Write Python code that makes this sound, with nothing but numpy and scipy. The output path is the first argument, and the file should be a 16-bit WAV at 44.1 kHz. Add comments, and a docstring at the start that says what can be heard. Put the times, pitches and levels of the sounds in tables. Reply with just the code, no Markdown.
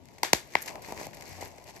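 """A small, quiet bedroom, with a sheet of bubble wrap held close to a stereo microphone pair.
Fingers burst three cells: each pop is a puff of air with a crack of tearing film, thrown back by the
ceiling and walls. Then the hands shift their grip: the film crinkles and ticks, and the hanging sheet
flaps softly. Underneath lie the low rumble of the moving body and the steady room tone."""
import sys
import numpy as np
from scipy import signal
from scipy.fft import rfft, irfft
from scipy.io import wavfile
from scipy.ndimage import uniform_filter1d

SR = 44100
rng = np.random.default_rng(int(sys.argv[2]) if len(sys.argv) > 2 else 0)


def inscribe(sig):
    """Save sig as 16-bit PCM at rate SR to the path in sys.argv[1].

    A 1-D sig is mono; a 2-D sig holds one channel per row.
    Samples are clipped to [-1, 1] before scaling.
    """
    pcm = np.round(np.clip(np.atleast_2d(sig).T, -1, 1) * 32767)
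    wavfile.write(sys.argv[1], SR, pcm.astype(np.int16))


N = 79380

# cells bursting close to the microphones: (time [s], thump [dB], bass [dB], body [dB], ring [dB],
# treble [dB], crack [dB], crack tilt [dB/octave], recoil share [0-1], room send [dB])
BURSTING_CELLS = [(0.2323, -17, -16.5, -8.5, -7.5, -14.5, -1, 1.5, 0.62, -3.5),
                  (0.3322, 16, 3.5, -2.5, 0, -1.5, 8, -.5, 0, -10.5),
                  (0.5533, 0.5, -9.5, -3.5, 4.5, -24, -10.5, -3.5, 0.15, -13)]
# spectra of the close puff, the tearing film and the burst sent into the room: (frequency [Hz], level [dB])
PUFF_SPECTRUM = [(25, -53), (55, -5.5), (100, -0.5), (200, 12.5), (350, 19), (550, 20.5), (720, 24),
                 (950, 25), (1300, 7.5), (1650, 8), (2020, 19.5), (2380, 12), (2620, 6), (3300, 7),
                 (4500, 14), (6500, 12), (9500, -19), (12500, 6), (16000, -6)]
TEAR_SPECTRUM = [(300, -21.5), (1500, -2), (2800, -1.5), (5200, 7.5), (7500, 4.5), (9500, -5), (12500, -1),
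                 (16000, -11)]
RADIATED_SPECTRUM = [(60, -9), (150, -9), (350, 16.5), (600, 12), (950, 15.5), (1300, 10), (1650, 13.5),
                     (2100, 13.5), (2600, 5), (3400, 12), (4600, 10.5), (7500, 13), (9500, 4), (12500, 6.5),
                     (16000, -24)]
def pops():
    """Each cell puffs, recoils, cracks and quivers; returns the direct sound and what reaches the room."""
    bands_hz = (70, 250, 900, 2200, 7000)  # thump, bass, body, ring, treble
    recoil_s, flutter_s, room_tone_share = 0.001614, 0.00274, 0.7
    direct, to_room = np.zeros((2, 2, N))
    for s, *bands_db, crack_db, tilt, recoil, room_db in BURSTING_CELLS:
        tone_db = read(list(zip(bands_hz, bands_db)), bins())
        puff = air_puff(read(PUFF_SPECTRUM, bins()) + tone_db)
        tear_db = crack_db + read(TEAR_SPECTRUM, bins()) + tilt_db(tilt)
        crack = colour(snap(decay_s=0.0016, rise_s=0.000074), tear_db)
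        flutter_db = tear_db - 9.5 + tilt_db(-1.5)  # the torn film quivers on, softer and duller
        flutter = colour(snap(decay_s=flutter_s, rise_s=flutter_s), flutter_db)
        add(direct, s, puff + crack + flutter)
        add(direct, s + recoil_s, -recoil * puff)  # the cell wall springs back
        add(to_room, s, air_puff(read(RADIATED_SPECTRUM, bins()) + room_tone_share * tone_db + room_db))
    return direct, to_room


# single creases in the hands: (time [s], level [dB], tilt [dB/octave], decay [s])
CREASE_SNAPS = [(.056, -23, 2.5, 0.001), (0.086, -24.5, -2, 0.0012), (.183, -18.5, -1.5, 0.0043),
                (0.4745, -26, 12, 0.0006), (0.5369, -16, -2, 0.0023), (.6132, -17, 12, .0012),
                (0.6208, -7, 15, 0.0011), (0.6251, -5.5, 14.5, 0.0033), (0.6599, -7.5, 6.5, 0.004),
                (0.677, -7.5, -2, 0.0048), (0.682, -9, -2.5, 0.0019), (0.692, -11.5, -2, 0.0028),
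                (.708, -17.5, -3.5, 0.00091), (0.756, -14, -2, 0.0016), (0.8215, -14.5, 6.5, 0.0012),
                (.847, -16, -4, .0012), (.9224, -8, 3, 0.0018), (0.9759, -14, -4, 0.0022),
                (.9985, -14, -3.5, .002), (1.0682, -10, 7.5, 0.001), (1.132, -21.5, -5.5, 0.0031),
                (1.148, -18.5, 12, 0.00074), (1.171, -16.5, 0, 0.00099), (1.2095, -11.5, 1, 0.0015),
                (1.223, -13, -1, 0.0021), (1.4134, -9, 1, 0.0032), (1.457, -15, -2, .003),
                (1.479, -20, 11, 0.0011), (1.582, -20.5, -2, 0.0027), (1.641, -19.5, 5, 0.0019)]
# bright, thin colour of the ticks and crinkling: (frequency [Hz], level [dB])
CRINKLE_COLOUR = [(300, -36), (1300, -10.5), (2100, 1), (2600, -8), (3300, -10), (4600, -5), (6000, -4.5),
                  (8100, -6), (9300, -20.5), (11500, -10.5), (13200, -15.5), (14400, -21.5), (16500, -47)]
def ticks():
    """Single creases snap over in the film."""
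    out = np.zeros((2, N))
    for s, db, tilt, decay_s in CREASE_SNAPS:
        add(out, s, colour(snap(decay_s), db + read(CRINKLE_COLOUR, bins()) + tilt_db(tilt)))
    return out


# flaps of the hanging sheet: (time [s], level [dB], pitch [Hz])
SHEET_FLAPS = [(.182, -13.5, 680), (0.7565, -4, 780), (0.9223, 7.5, 708), (1.0123, 1, 627), (1.068, 0, 643),
               (1.173, -8, 593), (1.386, -4.5, 630), (1.4249, 3, 630), (1.459, -5.5, 370), (1.584, -8, 394),
               (1.692, -12.5, 690)]
# spectrum of one flap: (frequency [multiple of its pitch], level [dB])
FLAP_SPECTRUM = [(.08, -25), (.3, -6.5), (.7, -4), (1.3, 2), (1.9, -21), (3.2, -21), (6, -62)]
def buckles():
    """The sheet flips through and pushes a soft puff of air."""
    out = np.zeros((2, N))
    for s, db, hz in SHEET_FLAPS:
        add(out, s, air_puff(db + read(FLAP_SPECTRUM, bins() / hz)))
    return out


# crinkling of the film as the grip shifts: (time [s], level [dB])
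CRINKLE_LEVEL = [(0, -71), (.07, -65.5), (.2, -62), (.45, -63), (.52, -55), (.6, -50.5), (.65, -52),
                 (.683, -40.5), (.71, -52.5), (.76, -60.5), (.817, -63), (.826, -51.5), (.89, -48.5),
                 (.94, -55), (1.01, -46.5), (1.06, -48.5), (1.09, -59), (1.125, -60.5), (1.14, -51),
                 (1.19, -58.5), (1.3, -49.5), (1.405, -54), (1.42, -45), (1.46, -50.5), (1.49, -59.5),
                 (1.655, -61.5), (1.683, -50.5), (1.703, -49), (1.725, -65), (1.765, -51.5), (1.8, -62)]
def crinkle():
    """Countless small creases and a few larger ones give way in the film."""
    creases = unit(grains(per_s=5000, spread_db=4.5)) + amp(-7.5) * crackles()
    return shaped(creases, CRINKLE_COLOUR) * level(CRINKLE_LEVEL)


def crackles(pitches=10, low_hz=1820, high_hz=12170, decay_cycles=2.6):
    """Larger creases, each ringing for a few cycles at its own pitch."""
    out, t = np.zeros((2, N)), np.arange(512) / SR
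    clicks = grains(per_s=250, spread_db=2.5)
    pitch_index = rng.integers(pitches, size=N // 128 + 1).repeat(128)[:N]
    for k, hz in enumerate(np.geomspace(low_hz, high_hz, pitches)):
        ring = unit(np.exp(-t * hz / decay_cycles) * np.sin(2 * np.pi * hz * t)) * np.sqrt(hz)
        out += signal.oaconvolve(clicks * (pitch_index == k), ring[None], axes=1)[:, :N]
    return unit(out)


# spectrum of the whole sheet: (frequency [Hz], level [dB])
SHEET_SPECTRUM = [(60, -6), (200, -3), (380, 4.5), (600, 2.5), (950, 3.5), (1300, -11.5), (2200, -9.5),
                  (4000, -24), (16000, -25)]
# rustling of the sheet: (time [s], level [dB])
RUSTLE_LEVEL = [(0, -68.5), (.5, -58), (.64, -52.5), (.69, -43), (.73, -54.5), (.81, -54.5), (.875, -48),
                (.9, -43.5), (.95, -48), (1.02, -42), (1.1, -57), (1.17, -53), (1.39, -51.5),
                (1.425, -43.5), (1.48, -51), (1.54, -63), (1.585, -55.5), (1.64, -77), (1.695, -52),
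                (1.73, -72), (1.77, -52), (1.8, -68)]
def rustle():
    """The moving sheet rustles, duller than its creases."""
    return shaped(grains(per_s=1500, spread_db=3), SHEET_SPECTRUM) * level(RUSTLE_LEVEL)


# spectrum of the hand on the sheet: (frequency [Hz], level [dB])
RUB_SPECTRUM = [(200, -24.5), (450, -13.5), (600, -0.5), (820, -3.5), (980, -5), (1250, -21), (4000, -42)]
# slide of the hand: (time [s], level [dB])
RUB_LEVEL = [(.66, -63), (.7, -43.5), (.73, -52.5), (.755, -40.5), (.79, -50), (.815, -56.5)]
def rub():
    """A hand slides over the sheet with a hollow rub."""
    return shaped(grains(per_s=1500, spread_db=3), RUB_SPECTRUM) * level(RUB_LEVEL)


# nearest walls and ceiling: (delay [s], level [dB], dull above [Hz])
WALL_ECHOES = [(0.0114, -13, 13900), (0.0151, -5, 5000), (.0175, -8, 5500)]
# reverberation of the bedroom: (frequency [Hz], time to fall 60 dB [s])
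BEDROOM_DECAY = [(150, 0.092), (600, 0.24), (2000, 0.26), (6000, 0.24), (13000, 0.23)]
def bedroom(x, gap_s=0.0012, build_s=0.012):
    """Walls and ceiling return a few early echoes and a short diffuse tail."""
    hz, t, spectra = signal.stft(noise(SR // 2), SR, nperseg=256)
    decay = amp(-60 * t / read(BEDROOM_DECAY, hz)[:, None])
    tail = signal.istft(spectra * decay, SR, nperseg=256)[1]
    tail *= np.clip((np.arange(tail.shape[1]) / SR - gap_s) / build_s, 0, 1)
    tail /= np.linalg.norm(tail, axis=1, keepdims=True)
    for delay_s, db, dull_hz in WALL_ECHOES:
        treble_loss_db = 10 * np.log10(1 + (bins() / dull_hz) ** 4)
        add(tail, delay_s, colour(snap(decay_s=0.0005), db - treble_loss_db))
    return signal.fftconvolve(x, tail, axes=1)[:, :N]


# spectrum of the moving body: (frequency [Hz], level [dB])
RUMBLE_SPECTRUM = [(20, -23), (40, -8), (65, 0.5), (140, -1.5), (250, -8.5), (600, -35), (2000, -82)]
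# its rumble and a brief low hum, before panning: (time [s], level [dB])
RUMBLE_LEVEL = [(0, -60), (.5, -63.5), (.95, -58), (1.08, -56.5), (1.2, -58), (1.45, -58), (1.53, -62),
                (1.8, -60)]
HUM_LEVEL = [(1.24, -80), (1.29, -59.5), (1.44, -55), (1.5, -73.5)]
def body_rumble(hum_hz=90.5, wobble_depth=0.022, left_over_right_db=16.5):
    """The moving body rumbles and a wavering hum swells briefly, both stronger on the left microphone."""
    rumble = shaped(noise(N), RUMBLE_SPECTRUM) * level(RUMBLE_LEVEL)
    wobble = unit(uniform_filter1d(rng.standard_normal(N), size=1500))
    pitch_hz = hum_hz * (1 + wobble_depth * wobble)
    hum = np.sqrt(2) * np.sin(2 * np.pi * np.cumsum(pitch_hz) / SR) * level(HUM_LEVEL)
    return (rumble + hum) * amp([[left_over_right_db / 2], [-left_over_right_db / 2]])


# background of the bedroom: (frequency [Hz], level [dB])
ROOM_TONE_SPECTRUM = [(25, -36), (60, 0), (150, 5.5), (400, 13.5), (900, -10.5), (1300, -6), (2100, -15.5),
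                      (3500, -8), (7500, -37), (9500, -61), (12500, -50), (16000, -28)]
def room_tone():
    """Faint, steady noise of the quiet room."""
    return amp(-61.5) * shaped(noise(N), ROOM_TONE_SPECTRUM)


# likeness of the sound at the two microphones: (frequency [Hz], correlation [-1 to 1])
MIC_CORRELATION = [(60, -0.62), (250, 0.49), (600, 0.43), (2000, 0.44), (4500, 0.079), (8000, 0.61),
                   (12000, 0.98)]
def pair(unrelated):
    """Two unrelated signals become the partly alike left and right channels."""
    size = unrelated.shape[1]
    a, b = rfft(unrelated)
    likeness = np.clip(read(MIC_CORRELATION, bins(size)), -1, 1)
    mid, side = a * np.sqrt((1 + likeness) / 2), b * np.sqrt((1 - likeness) / 2)
    return irfft(np.array([mid + side, mid - side]), size)


def noise(size):
    """White noise at the microphone pair."""
    return pair(rng.standard_normal((2, size)))


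def grains(per_s, spread_db):
    """Random clicks, many small and a few large."""
    strength = amp(spread_db * np.minimum(rng.exponential(1, (2, N)), 5))
    polarity = rng.choice([-1, 1], (2, N))
    fires = rng.random((2, N)) < per_s / SR
    return pair(strength * polarity * fires)


def snap(decay_s, rise_s=0.00005, size=2048):
    """A dying spray of clicks with an even spectrum, energy 1 per channel."""
    t = np.arange(size) / SR
    spray = noise(size) * np.exp(-t / decay_s) * (1 - np.exp(-t / rise_s))
    fade = np.exp(-(t / (4 * decay_s)) ** 2)
    for _ in range(4):  # flatten the spectrum while keeping the snap short
        spectrum = rfft(spray)
        spray = irfft(spectrum / (abs(spectrum) + 1e-9)) * fade
    return spray / np.linalg.norm(spray, axis=1, keepdims=True)


def air_puff(db):
    """A pressure pulse whose low notes arrive later."""
    return pulse(db, lag_cycles=0.813)


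def pulse(db, lag_cycles=0):
    """Causal click with the given spectrum; each frequency may be late by some of its own cycles."""
    cepstrum = irfft(np.log(amp(db)))
    half = len(cepstrum) // 2
    cepstrum[1:half] *= 2  # fold to minimum phase
    cepstrum[half + 1:] = 0
    phase_lag = 2 * np.pi * lag_cycles * np.log(bins() / SR * 2 + 1e-4)
    return irfft(np.exp(rfft(cepstrum) - 1j * phase_lag))[:half]


def colour(x, db):
    """Filters by a causal spectrum."""
    return signal.fftconvolve(np.atleast_2d(x), pulse(db)[None], axes=1)[:, :x.shape[-1]]


def shaped(x, spectrum):
    """Filters by a spectrum table and scales to rms 1."""
    return unit(colour(x, read(spectrum, bins())))


def tilt_db(db_per_octave, pivot_hz=7000, flat_below_hz=1000):
    """A slope that turns a click brighter or duller."""
    return db_per_octave * np.log2(np.maximum(bins(), flat_below_hz) / pivot_hz)


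def amp(db):
    """Decibels to gain."""
    return 10 ** (np.asarray(db) / 20)


def unit(x):
    """Scales to rms 1."""
    return x / np.sqrt(np.mean(x ** 2) + 1e-20)


def bins(size=4096):
    """Frequencies of a spectrum in Hz."""
    return np.fft.rfftfreq(size, 1 / SR)


def read(points, hz):
    """Reads a table on a log-frequency axis."""
    table_hz, value = np.transpose(points)
    return np.interp(np.log(hz + 1e-3), np.log(table_hz), value)


def level(points):
    """Gain over time from a level table."""
    times, db = np.transpose(points)
    return amp(np.interp(np.arange(N) / SR, times, db))


def add(mix, s, sound):
    """Mixes a sound in at time s."""
    part = mix[..., round(s * SR):][..., :sound.shape[-1]]
    part += sound[..., :part.shape[-1]]


def scene():
    """Close pops and handling, with the bedroom behind them."""
    direct, to_room = pops()
    handling = ticks() + buckles() + crinkle() + rustle() + rub()
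    reflections = bedroom(to_room + amp(-17.5) * handling)
    return direct + handling + reflections + body_rumble() + room_tone()


# left microphone over the right: (frequency [Hz], level [dB])
MIC_BALANCE = [(100, -3), (350, 3.5), (700, 3.5), (950, 4), (1650, 7), (2000, 3), (2400, 15), (2800, 13.5),
               (3400, -1), (4500, 10), (6000, -4.5), (7700, 2), (10000, -0.5)]
# left channel relative to the right, negative when the left is later: (frequency [Hz], phase [rad])
MIC_PHASE_DIFFERENCE = [(0, 0), (1030, 0), (1980, -6), (3960, -8.5), (4910, -11.5), (6120, -11.5),
                        (10200, -9), (11100, -6), (14000, -4.5), (16600, -3)]
def record(dry):
    """The two microphones differ in level and phase; peaks are rounded off and the top treble is cut."""
    ceiling, cutoff_hz = 0.85, 16900
    hz = bins(1024)
    left_gain = amp(read(MIC_BALANCE, hz) / 2) * np.exp(0.5j * read(MIC_PHASE_DIFFERENCE, hz))
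    mic_responses = np.fft.fftshift(irfft(np.array([left_gain, 1 / left_gain])), axes=1)
    heard = signal.fftconvolve(dry, mic_responses, "same", axes=1)
    rounded = heard / (1 + (heard / ceiling) ** 8) ** (1 / 8)
    lowpass = signal.firwin(511, cutoff_hz, window=("kaiser", 9), fs=SR)
    return signal.oaconvolve(rounded, lowpass[None], "same")


dry = scene()
out = record(dry)
inscribe(out)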